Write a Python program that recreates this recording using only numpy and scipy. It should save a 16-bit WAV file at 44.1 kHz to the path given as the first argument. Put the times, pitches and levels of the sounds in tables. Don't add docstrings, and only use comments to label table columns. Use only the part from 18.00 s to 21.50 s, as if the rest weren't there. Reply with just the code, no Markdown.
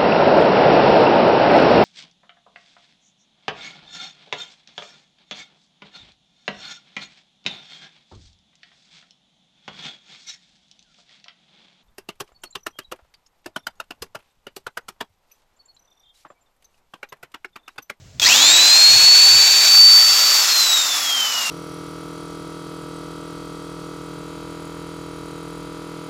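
import sys
import numpy as np
from scipy import signal
from scipy.fft import rfft, irfft, next_fast_len
from scipy.io import wavfile
from scipy.ndimage import uniform_filter1d, minimum_filter1d, map_coordinates

SR = 44100
rng = np.random.default_rng(int(sys.argv[2]) if len(sys.argv) > 2 else 0)


def log_audio(samples):
    frames = np.atleast_2d(samples).T
    limited = np.clip(frames, -1, 1)
    pcm = np.round(limited * 32767).astype(np.int16)
    wavfile.write(sys.argv[1], SR, pcm)


N = 154350
T = np.arange(N) / SR
MAINS_HZ = 50
BRUSH_CONTACT_S = 0.212


def amp(db):
    return 10 ** (np.asarray(db) / 20)


def unit(x):
    return x / np.sqrt(np.mean(x ** 2) + 1e-20)


def along_frequency(points, hz):
    f, value = np.transpose(points)
    return np.interp(np.log(hz + 1), np.log(f + 1), value)


def along_time(points):
    return np.interp(T, *np.transpose(points))


def ramp(start, length):
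    return np.clip((T - start) / length, 0, 1)


def bump(centre, length):
    return np.exp(-((T - centre) / length) ** 2)


def sine(turns):
    return np.sin(2 * np.pi * turns)


def wobble(rate):
    return map_coordinates(rng.standard_normal(N // 8), [T * rate + 2], mode="wrap")


def filtered(x, response):
    m = next_fast_len(N + SR // 2)
    return irfft(rfft(x, m) * response(np.fft.rfftfreq(m, 1 / SR)), m)[..., :N]


def coloured(x, spectrum, peaks=()):
    def response(f):
        lift_db = sum(db * np.exp(-((f - centre) / width) ** 2) for centre, width, db in peaks)
        return amp(along_frequency(spectrum, f) + lift_db)
    return unit(filtered(x, response))


# (time [s], half length [s], level [dB])
HANDLING_THUDS = [(0.035, 0.075, -48.5), (0.167, 0.024, -44), (0.25, 0.043, -44), (.5, 0.071, -46),
                  (0.945, 0.048, -36.5), (1.047, 0.023, -40), (1.362, 0.048, -41.5)]
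# (frequency [Hz], relative level [dB per Hz])
THUD_COLOUR = [(25, -20), (55, 1), (90, 8.5), (170, -1.5), (270, -10), (400, -21), (1000, -55)]
# (frequency [Hz], relative level [dB per Hz])
FLOOR_COLOUR = [(15, -39), (25, -15), (118, -7.5), (191, -22), (231, -31), (637, -24), (850, -32),
                (8500, -31.5), (15000, -43)]
FLOOR_DB = -49.5


def background():
    swell = sum(amp(db) * bump(s, length) for s, length, db in HANDLING_THUDS)
    thuds = swell * coloured(rng.standard_normal(N), THUD_COLOUR)
    floor = amp(FLOOR_DB) * coloured(rng.standard_normal(N), FLOOR_COLOUR)
    return thuds + (1 - 0.75 * ramp(BRUSH_CONTACT_S, 0.98)) * floor


# (frequency [Hz], time to fall 60 dB [s])
WORKSHOP_DECAY = [(200, 0.073), (3000, 0.16), (14000, 0.12)]


def workshop(x):
    hz, t, z = signal.stft(rng.standard_normal(SR // 2), SR, nperseg=256)
    decay_db = -60 * t / along_frequency(WORKSHOP_DECAY, hz)[:, None]
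    tail = signal.istft(z * amp(decay_db), SR, nperseg=256)[1]
    return signal.fftconvolve(x, tail / np.linalg.norm(tail))[:N]


CLICK_S, CLICK_DB, CLICK_T60_S = 0.1975, -10.5, 0.0077
# (frequency [Hz], peak level [dB], time to fall 60 dB [s])
TRIGGER_MODES = [(3570, -10.5, 0.019), (6300, -14, 0.0092), (980, -30, .03)]


def trigger():
    t = np.maximum(T - CLICK_S, 0)
    ring = sum(amp(db - 60 * t / t60) * sine(hz * t) for hz, db, t60 in TRIGGER_MODES)
    fall = amp(CLICK_DB - 60 * t / CLICK_T60_S) + amp(-23.5 - 60 * t / 0.22)
    crack = coloured(rng.standard_normal(N), BRUSH_COLOUR) * fall
    return ramp(CLICK_S, 0.00072) * (ring + crack)


# (frequency [Hz], relative level [dB per Hz])
BRUSH_COLOUR = [(100, -17.5), (350, -13), (700, -5.5), (1500, -4.5), (2600, -2), (4500, 3.5), (7400, 0),
                (9500, -5), (15700, -3.5)]
BRUSH_DB, BRUSH_FALL_DB = -11.5, 17.5
BRUSH_BUZZ = 0.47
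# (frequency [Hz], peak level before doubling [dB])
SQUEAL_TONES = [(2550, -28.5), (3300, -21), (12040, -29)]
SQUEAL_S, SQUEAL_HALF_LENGTH_S = 0.23, 0.013


def brushes(speed, power):
    buzz = 1 + BRUSH_BUZZ * (1 - speed) * np.cos(4 * np.pi * MAINS_HZ * T)
    sparks = coloured(rng.standard_normal(N) * amp(1.9 * wobble(1500)) * buzz, BRUSH_COLOUR)
    level_db = BRUSH_DB - BRUSH_FALL_DB * speed ** 5 - 6 * (1 - ramp(0.21, 0.07))
    squeal = sum(amp(db) * np.sin(2 * np.pi * hz * T + 0.76 * wobble(297)) for hz, db in SQUEAL_TONES)
    return power * amp(level_db) * sparks + 2 * squeal * bump(SQUEAL_S, SQUEAL_HALF_LENGTH_S)


GROWL_S, GROWL_HALF_LENGTH_S, GROWL_DB = 0.282, 0.011, -25
GROWL_HZ, GROWL_HALF_WIDTH_HZ = 950, 200


def growl():
    noise = rng.standard_normal(N)
    rasp = unit(filtered(noise, lambda f: np.exp(-((f - GROWL_HZ) / GROWL_HALF_WIDTH_HZ) ** 2)))
    return amp(GROWL_DB) * bump(GROWL_S, GROWL_HALF_LENGTH_S) * rasp


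SPIN_S, RELEASE_S = 0.188, 2.385
TOP_SPEED_HZ = 380.6
SURGE_S, SETTLE_S, SURGE_SHARE = 0.089, 0.344, 0.572
BEARING_S, FAN_DRAG = 3.226, 0.61


def motor():
    on = np.clip(T, SPIN_S, RELEASE_S) - SPIN_S
    off = np.maximum(T - RELEASE_S, 0)
    run_up = 1 - SURGE_SHARE * np.exp(-on / SURGE_S) - (1 - SURGE_SHARE) * np.exp(-on / SETTLE_S)
    coast = np.exp(-off / BEARING_S)
    speed = np.maximum(run_up * coast / (1 + FAN_DRAG * (1 - coast)), 0)
    power = ramp(BRUSH_CONTACT_S, 0.01) * (1 - ramp(RELEASE_S, 0.025))
    turns = np.cumsum(TOP_SPEED_HZ * speed * (1 + 0.0003 * wobble(25))) / SR
    return speed, power, turns


# (multiple of shaft speed, time when loudest [s], swell [s], fade [s], level before the throb [dB])
ARMATURE_TONES = [(14, .335, .045, .07, -18), (14, .46, .05, .06, -17.5), (14, .69, .05, .2, -23.5),
                  (28, .28, .036, .022, -15.5), (42, .45, .06, .2, -35), (56, .35, .05, .1, -30)]
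THROB = 1.2
TOP_NOTE_DB = -40


def armature(speed, power, turns):
    mains = 2 * np.pi * MAINS_HZ * T
    throb = 1 + THROB * (1 - speed ** 10) * np.cos(2 * mains) + (1 - speed) * np.cos(mains)
    tones = np.zeros(N)
    for multiple, peak, swell, fade, db in ARMATURE_TONES:
        rise = np.exp(-(np.minimum(T - peak, 0) / swell) ** 2)
        fall = np.exp(-np.maximum(T - peak, 0) / fade)
        level = amp(db + 2 * wobble(30))
        tones += rise * fall * level * np.sin(2 * np.pi * multiple * turns + 0.5 * wobble(90))
    top_note = amp(TOP_NOTE_DB + 5 * wobble(14)) * ramp(0.25, 0.1) * sine(56 * turns)
    return np.sqrt(2) * (tones * power * throb + top_note)


# (frequency [Hz], relative level [dB per Hz])
HOUSING_COLOUR = [(40, -48), (120, -28.5), (250, -22), (420, -18), (650, -9.5), (1000, -8), (2000, -4.5),
                  (3100, -2.5), (4000, 0.5), (5000, 2), (6200, -0.5), (7500, -1.5), (9400, -0.5),
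                  (12100, 2), (15700, -4.5)]
# (frequency [Hz], half width [Hz], lift [dB])
SIDE_PEAKS = [(910, 560, 1.5), (1630, 140, 4), (2466, 280, 7), (4000, 480, 4.5), (7060, 610, 5)]
# (frequency [Hz], half width [Hz], lift [dB])
TURNED_PEAKS = [(1280, 213, 6.1), (2110, 230, 1.5), (5370, 280, 4.4), (6920, 470, 2.2), (12200, 250, 1.5)]
TURN_S, TURN_LENGTH_S = 1.76, 0.46
# (time [s], level [dB])
RUSH_LEVEL = [(.25, 7.5), (.45, 6.5), (.8, 3.5), (1.3, 1.5), (1.68, 1.5), (1.83, -1), (2, 0.5), (2.45, 1.5),
              (2.6, 2), (2.95, 1), (3.1, 1.5), (3.5, 3)]
PINION_TEETH, KNOCK_S, CLATTER_DB = 5, 0.00026, -6
GEAR_HZ, GEAR_DB_PER_DECADE = 2040, 23
RUSH_DB, RUSH_DB_PER_DECADE = -15, 47.5
FIZZ_HZ, FIZZ_SHARE = 8600, 0.26


def air_and_gears(speed, turns):
    teeth = np.diff(np.floor(PINION_TEETH * turns), prepend=0)
    impacts = teeth * rng.random(N)
    knock_envelope = signal.lfilter([1], [1, -np.exp(-1 / (KNOCK_S * SR))], impacts)
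    knocks = unit(knock_envelope * rng.standard_normal(N))
    air_noise = rng.standard_normal(N)
    unsteady = amp(0.8 * wobble(60) + 0.071 * wobble(9.1))
    drive = (air_noise + amp(CLATTER_DB) * knocks) * unsteady

    turned = ramp(TURN_S - TURN_LENGTH_S / 2, TURN_LENGTH_S)
    from_side = coloured(drive, HOUSING_COLOUR, SIDE_PEAKS)
    turned_over = coloured(drive, HOUSING_COLOUR, TURNED_PEAKS)
    body = (1 - turned) * from_side + turned * turned_over
    low = filtered(body, lambda f: 1 / (1 + (f / GEAR_HZ) ** 4))
    top = filtered(body, lambda f: f > FIZZ_HZ)
    middle = body - low - top

    decades = np.log10(speed + 1e-3)
    level_db = along_time(RUSH_LEVEL)
    gears = amp(GEAR_DB_PER_DECADE * decades + 1.12 * level_db) * low
    air = amp(level_db) * middle + amp(FIZZ_SHARE * level_db) * top
    air *= amp(RUSH_DB_PER_DECADE * decades)
    return amp(RUSH_DB) * ramp(BRUSH_CONTACT_S, 0.025) * (gears + air)


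# (time [s], level [dB])
WHINE = [(0.27, -23), (0.32, -17), (0.36, -27), (0.41, -21), (0.45, -18), (0.61, -14), (0.86, -10),
         (0.98, -12.5), (1.1, -7.5), (1.38, -12), (1.53, -15.5), (1.68, -14.5), (1.8, -7), (1.87, -6.5),
         (2.16, -17), (2.415, -19), (2.455, -38), (2.5, -21), (2.62, -18), (2.66, -22.5), (2.75, -18),
         (2.82, -21), (2.875, -32), (2.93, -23), (2.99, -35.5), (3.1, -23.5), (3.21, -21.5), (3.31, -29.5),
         (3.4, -24.5), (3.49, -30.5)]
# (time [s], level [dB])
SECOND = [(0.39, -29), (0.44, -20), (0.52, -16), (0.62, -26), (0.8, -21), (1.3, -23), (1.45, -31),
          (1.9, -26), (2.3, -33), (2.73, -24), (2.82, -27), (2.88, -37), (3.45, -45)]
THIRD = [(0.3, -23), (0.36, -36), (0.7, -28), (1, -38), (1.78, -23.5), (1.88, -33), (1.98, -22),
         (2.08, -40), (2.2, -23.5), (2.48, -28), (2.6, -21), (2.85, -34), (2.98, -25), (3.25, -38),
         (3.45, -33)]
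FOURTH = [(0.3, -38), (0.5, -31), (2.72, -28), (2.87, -38), (3.1, -28), (3.19, -46), (3.4, -32)]
# (time [s], level [dB])
HUM = [(.25, -50), (.4, -43), (.8, -48), (1.7, -48), (1.9, -54), (2.3, -51), (3.5, -56)]
BLADES = 12
FLUTTER_DB = 6.5


def fan(speed, turns):
    out = np.zeros(N)
    flutter_db = FLUTTER_DB * (1 - speed) * wobble(170)
    for k, curve in enumerate([WHINE, SECOND, THIRD, FOURTH], 1):
        level_db = along_time(curve) + k * (0.45 * wobble(22) + 0.4 * wobble(150))
        out += amp(level_db + flutter_db) * sine(k * BLADES * turns)
    out += amp(along_time(HUM) + wobble(11)) * sine(turns)
    return np.sqrt(2) * ramp(0.24, 0.043) * out


ROOM_DB = -13.5


def scene():
    speed, power, turns = motor()
    rough = air_and_gears(speed, turns) + brushes(speed, power) + trigger()
    rough += armature(speed, power, turns) + growl()
    mono = rough + amp(ROOM_DB) * workshop(rough) + fan(speed, turns) + background()
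    return np.array([mono, mono])


# (frequency [Hz], gain [dB])
MICROPHONE = [(28, -14), (70, 0), (7500, 1.5), (8000, -5), (8600, -13), (15000, -9.5)]
CEILING = 0.96
CUTOFF_HZ = 15850


def record(dry):
    x = filtered(dry, lambda f: amp(along_frequency(MICROPHONE, f)))
    need = np.minimum(1, CEILING / (np.abs(x).max(axis=0) + 1e-9))
    gain = uniform_filter1d(minimum_filter1d(need, size=300), size=200)
    return filtered(x * gain, lambda f: f < CUTOFF_HZ)


dry = scene()
out = record(dry)
log_audio(out)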